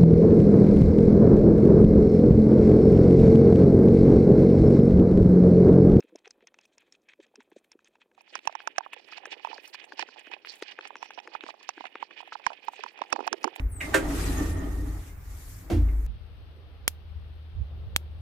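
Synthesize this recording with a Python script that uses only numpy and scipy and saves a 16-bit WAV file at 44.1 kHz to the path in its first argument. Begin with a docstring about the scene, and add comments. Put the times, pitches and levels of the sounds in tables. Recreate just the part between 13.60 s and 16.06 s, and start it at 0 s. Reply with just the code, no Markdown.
"""Inside a small lift car, a stereo microphone hears telescopic doors driven shut in a low hum and still air.
A thin squeal and short squeaks (narrowed noise), catch ticks and latch clacks (struck modes with a crack of
noise), with panels that roll and hiss (bumped resonances, shaped noise), sing and fade. They meet with
a thud that booms in the car's low modes (swelling sines). A faint steady whine lies above it all.
"""
import sys
import numpy as np
from scipy import signal
from scipy.fft import rfft, irfft
from scipy.io import wavfile
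from scipy.ndimage import uniform_filter1d

SR = 44100
rng = np.random.default_rng(int(sys.argv[2]) if len(sys.argv) > 2 else 0)


def gain_from_decibels(decibels):
    """Convert decibel values to linear amplitude factors."""
    exponent = np.asarray(decibels, float) / 20
    return 10 ** exponent


def persist_wave(psi):
    """Save psi, clipped to +-1, as 16-bit WAV."""
    counts = np.round(np.clip(psi, -1, 1) * 32767).astype(np.int16)
    wavfile.write(sys.argv[1], SR, np.atleast_2d(counts).T)


N = 108706
T = np.arange(N) / SR


def evened(x):
    """Scales to unit rms."""
    return x / np.sqrt(np.mean(x ** 2) + 1e-20)


def column(table, index):
    """One column of a curve, drawn sample by sample between its times."""
    rows = np.array(table)
    return np.interp(T, rows[:, 0], rows[:, index])


def read(points, hz):
    """A spectrum table read on a log-frequency axis."""
    f, value = np.transpose(points)
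    return np.interp(np.log(hz + 1), np.log(f + 1), value)


def coloured(x, points):
    """Filters along time by a spectrum table; unit rms."""
    hz = np.fft.rfftfreq(x.shape[-1], 1 / SR)
    spectrum = rfft(x) * gain_from_decibels(read(points, hz))
    return evened(irfft(spectrum, x.shape[-1]))


def resonate(x, hz, width):
    """Shifts hz down to zero, smooths, and shifts back: a resonance of gain 1."""
    turn = np.exp(2j * np.pi * np.cumsum(hz * np.ones(x.shape[-1])) / SR)
    r = np.exp(-np.pi * width / SR)
    smoothed = signal.lfilter([1 - r], [1, -r], x / turn)
    return 2 * (turn * smoothed).real


def slow(rate_hz):
    """Smooth chance, unit rms: noise averaged twice over 1 / rate_hz."""
    size = max(int(SR / rate_hz), 2)
    noise = rng.standard_normal(N)
    return evened(uniform_filter1d(uniform_filter1d(noise, size), size))


def shake():
    """The door drive keeps the car's low modes humming, each wavering in pitch and strength."""
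    # low modes of the car: [f/Hz, level/dB, waver/Hz, share taken of the other modes' relative level]
    car_modes = [(31.9, -7, 8.1, 0.0067), (52.3, 1, 2.75, 0.01), (78.4, 0.5, 7.16, 0.98),
                 (97.6, -5, 8.1, 1)]
    # shake of the car by the drive: [t/s, level/dB of the 53 Hz mode, other modes relative/dB]
    drive_curve = [(0.0, -43, 4.5), (0.06, -26, -21), (0.1, -44, 1), (0.41, -42, -4), (0.45, -30, -16.5),
                   (0.92, -34.5, 1.5), (0.99, -42.5, 4.5), (1.05, -32, -11.5), (1.41, -36.5, -7),
                   (1.49, -49.5, -2.5), (1.66, -42.5, -5), (1.71, -43, -5.5), (1.88, -49.5, -4.5),
                   (1.93, -64, 17), (1.97, -52.5, 6), (2.06, -49, -10)]
    other_db = column(drive_curve, index=2)
    hum = 0
    for hz, db, waver, share in car_modes:
        pitch = hz + waver * 0.566 * slow(16.3)
        strength = gain_from_decibels(db + share * other_db + 1.8 * slow(waver * 2))
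        hum = hum + strength * np.sin(2 * np.pi * np.cumsum(pitch) / SR)
    return np.tile(hum * np.sqrt(2) * gain_from_decibels(column(drive_curve, index=1)), (2, 1))


def rolling():
    """Rollers bump along the track and ring the panels, over a broad wash."""
    # rolling of the panels: [t/s, level/dB, extra level/dB of the upper rings]
    roll_curve = [(0, -44, 9.5), (.08, -59, -19), (.22, -50.5, 11), (.32, -42, 7.5), (.45, -38, 9.5),
                  (.57, -33.5, -0.5), (.75, -36.5, 3.5), (.82, -32, 2), (.95, -37.5, 1.5), (1.03, -40, 3),
                  (1.2, -42, -1), (1.38, -50.5, 6), (1.48, -60, -4), (1.56, -64, -13), (1.75, -60, 7.5),
                  (1.9, -64.5, -12), (2.08, -54.5, 1), (2.3, -48.5, 3), (2.46, -58, -5.5)]
    # panels under the rollers: [f/Hz, half the width of each resonator/Hz, level/dB]
    panels = [(163.7, 38.3, -2), (269, 23.6, -3), (298, 34.4, -0.5), (337.8, 8.3, -13.5), (396.6, 19, -5.5),
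              (488, 27, -11), (629, 77, -13.5), (754, 158, -11.5), (1165, 94, -14), (1850, 160, -16.5)]
    # colour of the wash: [f/Hz, relative level/dB per Hz]
    wash_colour = [(71, -3), (120, -2), (311, 22.5), (544, -10), (1590, -61), (1870, -1), (4000, -5),
                   (5200, -71)]
    bumps_per_s, upper_hz, wash_db = 520, 600, -10.5
    bumps = rng.random((2, N)) < bumps_per_s / SR
    signed_bumps = bumps * rng.choice([-1., 1.], (2, N))
    drive = evened(signed_bumps) + 0.66 * rng.standard_normal((2, N))
    upper = gain_from_decibels(column(roll_curve, index=2))
    rings = 0
    for hz, width, db in panels:
        once = resonate(drive, hz * (1 + 0.0031 * slow(4.6)), width * 2)  # pitch drifts slightly
        ring = evened(resonate(once, hz, width * 2))
        lift = upper if hz > upper_hz else 1
        rings = rings + gain_from_decibels(db + 0.78 * slow(6.7)) * lift * ring
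    wash = coloured(drive, wash_colour) * gain_from_decibels(wash_db) * np.sqrt(upper)  # half the extra dB
    uneven_db = 1.3 * slow(14.)
    return (0.86 * rings + wash) * gain_from_decibels(column(roll_curve, index=1) + uneven_db)


def hiss():
    """A soft sliding hiss: noise that swells and fades, duller or brighter, in uneven patches."""
    # [t/s, level/dB, brightness 0-1]
    hiss_curve = [(0, -54, 0), (.07, -112, 0), (.2, -69, 1), (.21, -43.5, 0), (.33, -48, 0),
                  (.45, -46.5, 0), (.53, -40.5, 0.13), (.66, -38, 0.16), (.77, -41.5, 0.21),
                  (.9, -44.5, 0.27), (.95, -53, 0), (1.18, -54.5, .5), (1.48, -54, .3), (1.57, -66, .3),
                  (1.72, -55.5, .6), (1.89, -52, .9), (1.99, -54, .8), (2.07, -61, .5), (2.2, -65.5, 0.8),
                  (2.46, -62.5, 1)]
    # colours of the hiss at its dullest and brightest: [f/Hz, relative level/dB per Hz]
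    dull = [(1470, -7), (2500, -9), (2830, -11.5), (4470, -14.5), (8060, -14.5), (13800, -21), (15600, -37)]
    bright = [(2060, -11), (3500, -6.5), (6530, -1), (7360, 1), (8600, -3), (13200, 2.5), (15600, -26)]
    patchy_db = 1.7
    brightness = np.clip(column(hiss_curve, index=2), 0, 1)
    noise = rng.standard_normal((2, N))
    mix = (1 - brightness) * coloured(noise, dull) + brightness * coloured(noise, bright)
    # patches over frequency and time, alike in both channels
    z = signal.stft(mix, nperseg=256)[2]
    patches = uniform_filter1d(rng.standard_normal(z.shape[1:]), size=5, axis=0)
    patches = uniform_filter1d(patches, size=8, axis=1)
    mix = signal.istft(z * gain_from_decibels(patchy_db * evened(patches)), nperseg=256)[1][:, :N]
    return mix * gain_from_decibels(column(hiss_curve, index=1) + .7 * slow(70.))


def air():
    """Still air of the car: steady noise with a fixed colour."""
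    # [f/Hz, relative level/dB per Hz]
    air_colour = [(24, -52), (40, 0.5), (85, -12), (150, -17.5), (280, -43), (600, -34.5), (2200, -36.5),
                  (3200, -54), (5000, -59.5), (13500, -49.5), (15600, -45)]
    return coloured(rng.standard_normal((2, N)), air_colour) * gain_from_decibels(-44.5)


def whine():
    """A faint steady high whine: one sine, its phase offset between the sides, its level wavering a little."""
    hz, level_db = 14278, -68.5
    phase = np.array([[0], [.8]])
    return gain_from_decibels(level_db + 1.5 * slow(12.)) * np.sin(2 * np.pi * hz * T + phase)


def whistle(curve, width_hz=130):
    """A thin fuzzy tone: noise through two narrow resonances that follow a pitch curve."""
    hz = column(curve, index=1)
    noise = rng.standard_normal((2, N))
    tone = evened(resonate(resonate(noise, hz, width_hz), hz, width_hz))
    sounding = (T > curve[0][0]) * (T < curve[-1][0])
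    return tone * gain_from_decibels(column(curve, index=2)) * sounding


def squeaks():
    """Rubbing metal squeaks briefly: each squeak is a short arch of whistle at one pitch."""
    # [t/s, length/s, f/Hz, level/dB]
    squeak_rows = [(0.091, 0.057, 10200, -57), (0.757, 0.054, 6560, -46.5), (0.92, 0.051, 9910, -58.5),
                   (0.972, 0.033, 6640, -58), (1.029, .03, 3090, -56), (0.608, 0.082, 8120, -44.5),
                   (.675, 0.043, 3980, -51)]
    arch = [(0, -15), (.25, 0), (.65, 0), (1, -15)]  # part of the length, dB
    return sum(whistle([(s + length * part, hz, db + fade) for part, fade in arch])
               for s, length, hz, db in squeak_rows)


def squeal():
    """A thin fuzzy whistle of rubbing metal, wandering in pitch."""
    # [t/s, f/Hz, level/dB]
    squeal_curve = [(0.1, 8040, -81), (0.122, 8760, -48.5), (0.182, 7920, -48), (0.276, 8420, -60),
                    (0.3, 8200, -71)]
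    return whistle(squeal_curve)


def blows(rows, modes, crack):
    """Each blow is a firm first contact and a short rattle that rings the modes, with a dying crack of noise."""
    colour, crack_db, crack_t60 = crack
    rise_cycles = 4  # a struck mode builds up over this many cycles
    t = T[:SR // 2]
    ring = sum(gain_from_decibels(db - 60 * t / t60) * np.minimum(t * hz / rise_cycles, 1) * np.sin(2 * np.pi * hz * t)
               for hz, db, t60 in modes)
    out = np.zeros((2, N))
    for s, db, length, pan_db in rows:
        u = np.maximum(T - s, 0)
        a, b, c, d = rng.standard_normal((4, N))
        rattle = np.array([a, .1 * a + b]) * (T >= s) * np.exp(-u / length)
        rattle[:, round(s * SR)] = np.sqrt(length * SR)  # first contact
        rung = signal.fftconvolve(rattle, ring[None], axes=1)[:, :N]
        rung /= np.sqrt(uniform_filter1d((rung ** 2).mean(0), 440).max())  # loudest 10 ms to unit rms
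        snap = coloured(np.array([c, .5 * c + 0.65 * d]), colour)
        snap *= np.minimum(u / .0025, 1) * gain_from_decibels(crack_db - 60 * u / crack_t60)
        pan = np.array([[pan_db / 2], [-pan_db / 2]])
        out += (rung + snap) * gain_from_decibels(db + pan)
    return out


def ticks():
    """The catch ticks: light blows ring its small modes."""
    # [t/s, level/dB, rattle decay/s, left-right/dB before the hits' common balance]
    tick_rows = [(.204, -36, .008, -5), (.2095, -33, .025, -5), (1.49, -62, .02, -3),
                 (2.284, -54, .003, -3)]
    # modes of the catch: [f/Hz, level/dB, t60/s]
    catch = [(620, -17, .08), (1590, -12, .06), (2100, -3, .15), (2300, -2, .035), (2550, -2, .035),
             (2810, -4, .04), (3700, -15, .04)]
    # crack of a tick: colour [f/Hz, relative level/dB per Hz], then level/dB, t60/s
    tick_crack = ([(180, -45), (300, -26.5), (1200, -29), (2110, -0.5), (3460, -39), (9640, -29),
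                   (15600, -40)], -1, 0.17)
    return blows(tick_rows, catch, tick_crack)


def clacks():
    """The latch clacks: a lighter and a hard blow ring its modes."""
    # [t/s, level/dB, rattle decay/s, left-right/dB before the hits' common balance]
    clack_rows = [(.334, -38, .005, -3.5), (.341, -17, 0.007, -3.5)]
    # modes of the latch: [f/Hz, level/dB, t60/s]
    latch = [(320, -8, .3), (400, -4, .22), (530, -7, .14), (640, -7, .12), (1218, -13, .15),
             (1431, -12, .12), (1580, 2, .065), (1790, -1, .06), (2137, -15, .1), (2880, -19, .06),
             (3700, -21, .06)]
    # crack of a clack: colour [f/Hz, relative level/dB per Hz], then level/dB, t60/s
    clack_crack = ([(250, -34), (420, -14), (700, -10), (1590, -8), (2340, -11), (5090, -25.5), (7620, -20),
                    (15600, -35)], -2, 0.17)
    return blows(clack_rows, latch, clack_crack)


def singing():
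    """A thin tone of narrowed noise that sings and drifts while the panels slide."""
    # [t/s, f/Hz, level/dB]
    sing_curve = [(.42, 1860, -55), (.69, 1880, -53), (.72, 1765, -52), (.79, 1790, -48), (.86, 1830, -51),
                  (1.2, 1845, -59), (1.32, 1800, -70)]
    return whistle(sing_curve, width_hz=45)


def thuds():
    """The panels meet: two close blows ring their edges."""
    # [t/s, level/dB, rattle decay/s, left-right/dB before the hits' common balance]
    thud_rows = [(2.099, -39, 0.023, -1.5), (2.113, -43.5, 0.083, -7)]
    # modes of the panel edges: [f/Hz, level/dB, t60/s]
    edges = [(491, 8.5, 0.2), (606, 3.5, 0.11), (717, 7.5, 0.18), (1080, 0.5, 0.16)]
    # crack of a thud: colour [f/Hz, relative level/dB per Hz], then level/dB, t60/s
    thud_crack = ([(110, -22), (180, -9), (419, -9), (1210, -26), (2160, -26), (5500, -35), (15600, -46)],
                   8, .3)
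    return blows(thud_rows, edges, thud_crack)


def boom():
    """The thud sets the car's low modes swelling and dying; the higher ones waver unevenly."""
    # [f/Hz, level/dB at the peak, time to peak/s, sharpness of the swell]
    boom_modes = [(33, -32, .28, 2.5), (107, -29, .06, 2.5), (190, -34, .014, 1.2), (240, -35, .05, 1.5),
                  (54, -22, .12, 6.), (53.2, -23.5, .24, 1.1), (83, -21, .075, 2.5), (298, -28, .05, 2.8),
                  (336, -24, .026, 1.5)]
    start_s, rough_above_hz, rough_db = 2.099, 150, 2
    u = np.maximum(T - start_s, 0)
    low = 0
    for hz, db, peak, sharp in boom_modes:
        swell = (u / peak * np.exp(1 - u / peak)) ** sharp
        uneven_db = (hz > rough_above_hz) * rough_db * slow(60.)
        low = low + gain_from_decibels(db + uneven_db) * swell * np.sin(2 * np.pi * hz * u)
    return np.tile(low, (2, 1))


def cabin(x):
    """Dense quick reflections between the close walls: a dying noise tail after a 3 ms gap."""
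    t60_s, level_db = .2, -10
    t = T[:SR // 3]
    tail = rng.standard_normal((2, len(t))) * gain_from_decibels(-60 * t / t60_s) * (t > .003)
    tail /= np.linalg.norm(tail[0])
    return x + gain_from_decibels(level_db) * signal.fftconvolve(x, tail, axes=1)[:, :N]


def leaned(pair, lean):
    """Left-right balance that depends on frequency."""
    gain = gain_from_decibels(read(lean, np.fft.rfftfreq(N, 1 / SR)) / 2)
    return irfft(rfft(pair) * np.array([gain, 1 / gain]), N)


def ports(pair):
    """Two microphone ports: the right one blends both channels by a likeness per frequency, then balance."""
    # [f/Hz, left-right likeness 0-1 of two unrelated channels]
    likeness = [(60, 0.97), (130, 0.8), (290, 0.86), (640, 0.39), (1300, 0.06)]
    # balance of the steady sounds: [f/Hz, left-right/dB]
    steady_lean = [(60, 3), (130, -1), (290, -1), (640, 2), (1410, -5.5), (3100, -0.5), (6820, 7),
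                   (15000, 1.5)]
    a, b = rfft(pair)
    same = np.clip(read(likeness, np.fft.rfftfreq(N, 1 / SR)), 0, 1)
    right = same * a + np.sqrt(1 - same ** 2) * b
    return leaned(irfft(np.array([a, right]), N), steady_lean)


def scene():
    """Steady layers and boom through the ports, blows through the cabin, the whine straight in."""
    # balance of the blows: [f/Hz, left-right/dB]
    hit_lean = [(60, 1.5), (250, 0), (600, 8), (1650, -3), (4970, 3), (15000, 5)]
    steady = shake() + rolling() + hiss() + air() + squeaks() + squeal() + singing() + boom()
    hits = ticks() + clacks() + thuds()
    return ports(steady) + leaned(cabin(hits), hit_lean) + whine()


def top_cut(x):
    """Nothing passes above the cut-off."""
    return signal.sosfilt(signal.butter(12, 15710, fs=SR, output="sos"), x)


def record(dry):
    """Limits the band with a steep low-pass at 15.6 kHz and finishes the mix."""
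    taps = signal.firwin(401, 15600, window=("kaiser", 9), fs=SR)
    mix = signal.oaconvolve(dry, taps[None], "same", axes=1)
    return top_cut(mix)


dry = scene()
out = record(dry)
persist_wave(out)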